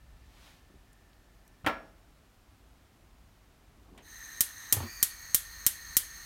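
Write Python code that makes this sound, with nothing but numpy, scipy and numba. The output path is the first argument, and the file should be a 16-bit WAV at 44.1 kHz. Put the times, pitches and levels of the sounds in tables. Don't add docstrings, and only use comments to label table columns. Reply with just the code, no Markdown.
import sys
import numpy as np
from scipy import signal
from scipy.fft import rfft, irfft, next_fast_len
from scipy.io import wavfile
from numba import njit

SR = 44100
rng = np.random.default_rng(int(sys.argv[2]) if len(sys.argv) > 2 else 0)


def to_wav(sig):
    pcm = np.clip(np.atleast_2d(sig), -1, 1) * 32767
    pcm = np.round(pcm).astype(np.int16)
    wavfile.write(sys.argv[1], SR, pcm.T)


N = 275791
BURST_SIZE = 32768
TIME = np.arange(N) / SR
AGE = TIME[:BURST_SIZE]
KNOB_S, LIGHT_S, FLARE_S = 3.977, 4.725, 0.24
CUTOFF_HZ = 16100


def from_db(db):
    return 10 ** (np.asarray(db) / 20)


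def rms_one(x):
    return x / np.sqrt(np.mean(x ** 2) + 1e-20)


def energy_one(x):
    return x / np.sqrt(np.sum(x ** 2) + 1e-20)


def coloured(x, colour):
    size = next_fast_len(2 * len(x)) // 2 * 2
    hz, db = np.array(colour).T
    bin_hz = np.maximum(np.fft.rfftfreq(size, 1 / SR), 1)
    bin_db = np.interp(np.log(bin_hz), np.log(hz), db)
    cepstrum = irfft(np.log(from_db(bin_db)))
    cepstrum[1:size // 2] *= 2
    cepstrum[size // 2 + 1:] = 0
    return irfft(rfft(x, size) * np.exp(rfft(cepstrum)))[:len(x)]


def noise(colour, size=N):
    return rms_one(coloured(rng.standard_normal(size), colour))


def fade(t60_s):
    return np.exp(-np.log(1000) * AGE / t60_s)


def approach(start_s, rise_s):
    return 1 - np.exp(-np.maximum(TIME - start_s, 0) / rise_s)


def stroke(peak_s, rise_s, fall_s):
    return np.exp(-np.maximum((peak_s - TIME) / rise_s, (TIME - peak_s) / fall_s))


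def drift(rate_hz):
    knots = rng.standard_normal(2000)
    return np.interp(TIME * rate_hz, np.arange(len(knots)), knots)


def add(track, start_s, sound):
    at = round(start_s * SR)
    track[at:at + len(sound)] += sound[:len(track) - at]


@njit
def resonate(x, angle, radius):
    y = np.zeros(len(x))
    for i in range(2, len(x)):
        r = radius[i]
        drive = (1 - r * r) / 2 * (x[i] - x[i - 2])
        y[i] = drive + 2 * r * np.cos(angle[i]) * y[i - 1] - r * r * y[i - 2]
    return y


def whistle(hz, width_hz):
    hz, width_hz = hz + np.zeros(N), width_hz + np.zeros(N)
    angle = 2 * np.pi * hz / SR
    radius = np.exp(-np.pi * width_hz / SR)
    once = resonate(rng.standard_normal(N), angle, radius)
    return resonate(once, angle, radius) * np.sqrt(width_hz[0] / width_hz)


def struck(modes, spread_db):
    out = 0
    for hz, db, t60_s in modes:
        gain = from_db(db - spread_db * rng.standard_normal())
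        out += gain * fade(t60_s) * np.sin(2 * np.pi * (hz * AGE + rng.random()))
    return out


def background(air_db=-64.5, room_db=-62.5, grip_db=-55, grip_decay_s=0.48, flame_db=-57,
               hum_db=-66, hum_hz=48.9):
    rumble_colour = [(12, -29.5), (20, -19), (32, -5), (49, 1.5), (80, -7.5), (108, -12), (124, -20.5),
                     (160, -13.5), (210, -48), (350, -120)]
    air_colour = [(65, -25), (110, 0.5), (125, -8.5), (150, -7), (253, -5), (503, -14.5), (688, -11.5),
                  (981, -15), (1340, -15), (1460, -16.5), (1720, -17.5), (10500, -29.5), (13300, -29.5),
                  (16000, -33)]
    grip = from_db(grip_db) * np.exp(-TIME / grip_decay_s)
    flame = from_db(flame_db) * approach(LIGHT_S, FLARE_S)
    rumble = np.sqrt(from_db(room_db) ** 2 + grip ** 2 + flame ** 2) * noise(rumble_colour)
    phase = 2 * np.pi * hum_hz * TIME
    hum = from_db(hum_db + drift(rate_hz=4.6)) * (np.sin(phase) + 0.5 * np.sin(2 * phase))
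    return rumble + hum + from_db(air_db) * noise(air_colour)


def faint_whistle(hz=1770, width_hz=110, level_db=-77, end_s=2.07):
    fade_out = np.clip(2 * (end_s - TIME), 0, 1)
    return from_db(level_db) * rms_one(whistle(hz, width_hz)) * fade_out


def handling(sleeve_db=-58, push_db=-57):
    sleeve_colour = [(250, -6), (650, 1), (1800, -1), (3600, -0.5), (7500, -10), (14000, -15), (16000, -17)]
    push_colour = [(60, -14), (150, 0), (300, 2.5), (600, -11), (1100, -10), (2500, -46)]
    sleeve = stroke(peak_s=0.47, rise_s=0.14, fall_s=0.1) * noise(sleeve_colour)
    push = stroke(peak_s=KNOB_S, rise_s=0.14, fall_s=0.07) * noise(push_colour)
    return from_db(sleeve_db) * sleeve + from_db(push_db) * push


def ticks(edge_ratio=1.44):
    taps = [(0.701, -52, 212, 0.069), (.741, -47.5, 195, 0.071), (0.754, -44, 79.5, 0.083),
            (0.930, -57, 8500, .02), (1.131, -57.5, 2800, 0.023), (1.478, -48.5, 9500, 0.01),
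            (1.64, -36, 74, 0.15)]
    knob_click = [(-58.5, 730, .24), (-53.5, 2240, 0.16), (-58, 8300, .05)]
    out = np.zeros(N)
    for start_s, db, hz, t60_s in list(taps) + [(KNOB_S, *part) for part in knob_click]:
        edges_hz = np.clip([hz / edge_ratio, hz * edge_ratio], 20, CUTOFF_HZ)
        bandpass = signal.butter(2, edges_hz, "band", fs=SR, output="sos")
        band = signal.sosfilt(bandpass, rng.standard_normal(BURST_SIZE))
        add(out, start_s, from_db(db) * rms_one(band) * fade(t60_s))
    return out


def knock(clack_db=-23, clack_t60_s=0.081, ring_db=-33, tail_db=-36):
    contacts = [(1.6458, -12, 1500), (1.6635, 2, 9000), (1.6707, 1, 2930), (1.6945, -4, 1100)]
    modes = [(188, -9, .4), (282, -6, .28), (307, -7, .3), (404, -11, .27), (545, -11, .52), (655, -4, .48),
             (709, -7, .3), (780, -6, .26), (908, 1, .22), (977, -3, .2), (1045, -3, .2), (1100, -1, .22),
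             (1339, 2, .29), (1370, -2, .29), (1561, -11, .4), (1686, -3, .39), (1848, -9, .33),
             (2132, -10, .33), (2350, -6, .26), (2783, -13, .23), (3192, -9, .13), (3700, -17, .19),
             (5523, -25, .54)]
    colour = [(24, -48), (40, -11), (133, -26), (290, -11.5), (412, -18), (646, -10), (1240, -13),
              (1370, -3.5), (1480, -12), (2320, -15), (2910, -18), (3740, -23), (7540, -36), (12500, -31),
              (16000, -31)]
    out = np.zeros(N)
    for start_s, db, lowpass_hz in contacts:
        clack = from_db(clack_db) * noise(colour, BURST_SIZE) * fade(clack_t60_s)
        tail = from_db(tail_db) * kitchen_tail(colour, build_s=0.0019)
        softness = signal.butter(1, lowpass_hz, fs=SR)
        add(out, start_s, from_db(db) * signal.lfilter(*softness, clack + tail))
    landing_s = max(contacts, key=lambda row: row[1])[0]
    add(out, landing_s, from_db(ring_db) * struck(modes, spread_db=1.0))
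    return out


def kitchen_tail(colour, build_s):
    decays = [(100, 0.76), (600, 0.47), (1700, 0.36), (4000, 0.3), (8000, 0.25), (15000, 0.23)]
    spectrum = rfft(noise(colour, BURST_SIZE))
    bin_hz = np.fft.rfftfreq(BURST_SIZE, 1 / SR)
    centres_hz = [hz for hz, _ in decays]
    out = 0
    for weights, (_, t60_s) in zip(np.eye(len(decays)), decays):
        band = irfft(spectrum * np.interp(bin_hz, centres_hz, weights))
        out += band * fade(t60_s)
    return out * (1 - np.exp(-AGE / build_s))


def gas(open_s=4.015, level_db=-47, tube_db=-0.73, jet_db=-7.0, hot_width_share=0.73):
    # cold f/Hz, width/Hz, level/dB, rise at full heat/Hz, gain at full heat/dB
    modes = [(1820, 220, 0, 50, -1), (2130, 320, -19, 250, 12), (4050, 600, -8.5, 560, 5.5),
             (6330, 350, -1, 190, -1), (8450, 450, -17, 300, 0), (9150, 900, -16, 300, 1),
             (10700, 400, -22, 350, 3), (12520, 300, -12, 300, -1), (14220, 280, -12, 330, 4),
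             (14750, 400, -19, 300, 10)]
    jet_colour = [(200, -8), (550, -10.5), (1150, 5), (1600, 7.5), (2400, -1), (2900, -2.5), (3500, -4),
                  (5000, -5.5), (5800, 4.5), (6900, -7), (7700, -1), (10300, -16), (13500, -0.5),
                  (15600, -9.5)]
    heat = burner_heat()
    narrowing = hot_width_share ** np.clip(2 * heat, 0, 1)
    tube = 0
    for hz, width_hz, db, rise_hz, hot_db in modes:
        flutter_db = 1.5 * drift(rate_hz=70)
        tone = whistle(hz + rise_hz * heat, width_hz * narrowing)
        tube += tone * from_db(db + hot_db * heat + flutter_db)
    flow = approach(open_s, rise_s=0.096)
    tube = from_db(tube_db) * rms_one(tube) * flow
    jet = from_db(jet_db) * noise(jet_colour) * flow ** 1.5
    waver_db = 0.5 * drift(rate_hz=4)
    return (tube + jet) * from_db(level_db + waver_db)


def igniter(crack_db=5.0, scatter_db=9.0, scatter_t60_s=0.06, scatter_hz=1400, ring_db=-29, tail_db=-26):
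    sparks = [(4.4074, -2.5), (4.7255, -1.5), (5.0282, -1.5), (5.346, -1), (5.6651, -1.16), (5.968, -1)]
    pulse_colour = [(40, -15), (90, 4), (300, -4.5), (550, -13.5), (900, -18), (1250, -9), (2200, -13),
                    (2750, -15.5), (3100, -4.5), (4900, -5), (6300, -1.5), (12700, 2.5), (15500, 2),
                    (17000, -26.5)]
    reflections = [(.00055, .4), (.00098, .45), (.0021, .27), (.0042, .42)]
    gap_modes = [(3343, -5, .05), (4700, -7, .04), (6120, -3, .035), (6900, -5, .03), (8084, -2, .04),
                 (8325, -2, .04), (8945, -3, .04), (9520, 0, .04), (11507, 0, .035), (12036, -1, .035),
                 (12730, 2, .035), (13876, -1, .035)]
    tail_colour = [(200, -19.5), (900, -19), (1800, -5), (2700, -7.5), (3200, -3), (5000, -5), (7500, 0.5),
                   (9500, 4), (12500, 4.5), (16000, -10.5)]
    echoes = from_db(scatter_db) * energy_one(rng.standard_normal(BURST_SIZE) * fade(scatter_t60_s))
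    for delay_s, gain in reflections:
        echoes[round(delay_s * SR)] += gain * from_db(crack_db)
    echoes = signal.lfilter(*signal.butter(2, scatter_hz, "high", fs=SR), echoes)
    impulse = signal.unit_impulse(BURST_SIZE)
    paths = from_db(crack_db) * impulse + echoes
    pulse = energy_one(coloured(impulse, pulse_colour))
    ring = from_db(ring_db) * struck(gap_modes, spread_db=1.5)
    snap = signal.fftconvolve(pulse, paths)[:BURST_SIZE] + ring
    out = np.zeros(N)
    for start_s, db in sparks:
        tail = from_db(tail_db) * kitchen_tail(tail_colour, build_s=0.0056)
        add(out, start_s, from_db(db) * (snap + tail))
    return out


def burner_heat(steady_heat=0.34, settle_s=0.16):
    flare = np.sin(np.pi / 2 * np.clip((TIME - LIGHT_S) / FLARE_S, 0, 1))
    return flare - (1 - steady_heat) * approach(LIGHT_S + FLARE_S, settle_s)


def ignition(swell_s=0.011, flutter_t60_s=0.16):
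    puffs = [(4.727, -36, 102, -36), (4.766, -27, 100.5, -37), (4.801, -30, 106, -35.5),
             (4.822, -30, 94, -61), (4.828, -36.5, 231, -40), (4.847, -47, 348, -46)]
    flutter_colour = [(30, -24), (80, -4), (250, 9), (520, 4), (750, 4), (1100, 6), (1600, -5), (3000, -5),
                      (8000, -21)]
    swell = AGE / swell_s * np.exp(1 - AGE / swell_s)
    out = np.zeros(N)
    for start_s, thump_db, thump_hz, flutter_db in puffs:
        thump = from_db(thump_db) * swell * np.sin(2 * np.pi * thump_hz * AGE)
        flutter = from_db(flutter_db) * noise(flutter_colour, BURST_SIZE) * fade(flutter_t60_s)
        add(out, start_s, thump + flutter)
    return out


def gain_control(x, threshold_db=-15, share=0.26, release_db_per_s=15, attack_s=0.039):
    level_db = 20 * np.log10(np.abs(x) + 1e-9)
    cut_db = share * np.maximum(level_db - threshold_db, 0)
    release_db = release_db_per_s * TIME
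    held_db = np.maximum.accumulate(cut_db + release_db, axis=-1) - release_db
    pole = np.exp(-1 / (attack_s * SR))
    return x * from_db(-signal.lfilter([1 - pole], [1, -pole], held_db))


def scene():
    events = igniter() + knock() + ticks() + gas() + ignition() + handling()
    return (events + faint_whistle() + background())[None]


def record(dry):
    lowpass = signal.ellip(10, 0.2, 80, CUTOFF_HZ, fs=SR, output="sos")
    return np.clip(signal.sosfilt(lowpass, gain_control(dry)), -1, 1)


dry = scene()
out = record(dry)
to_wav(out)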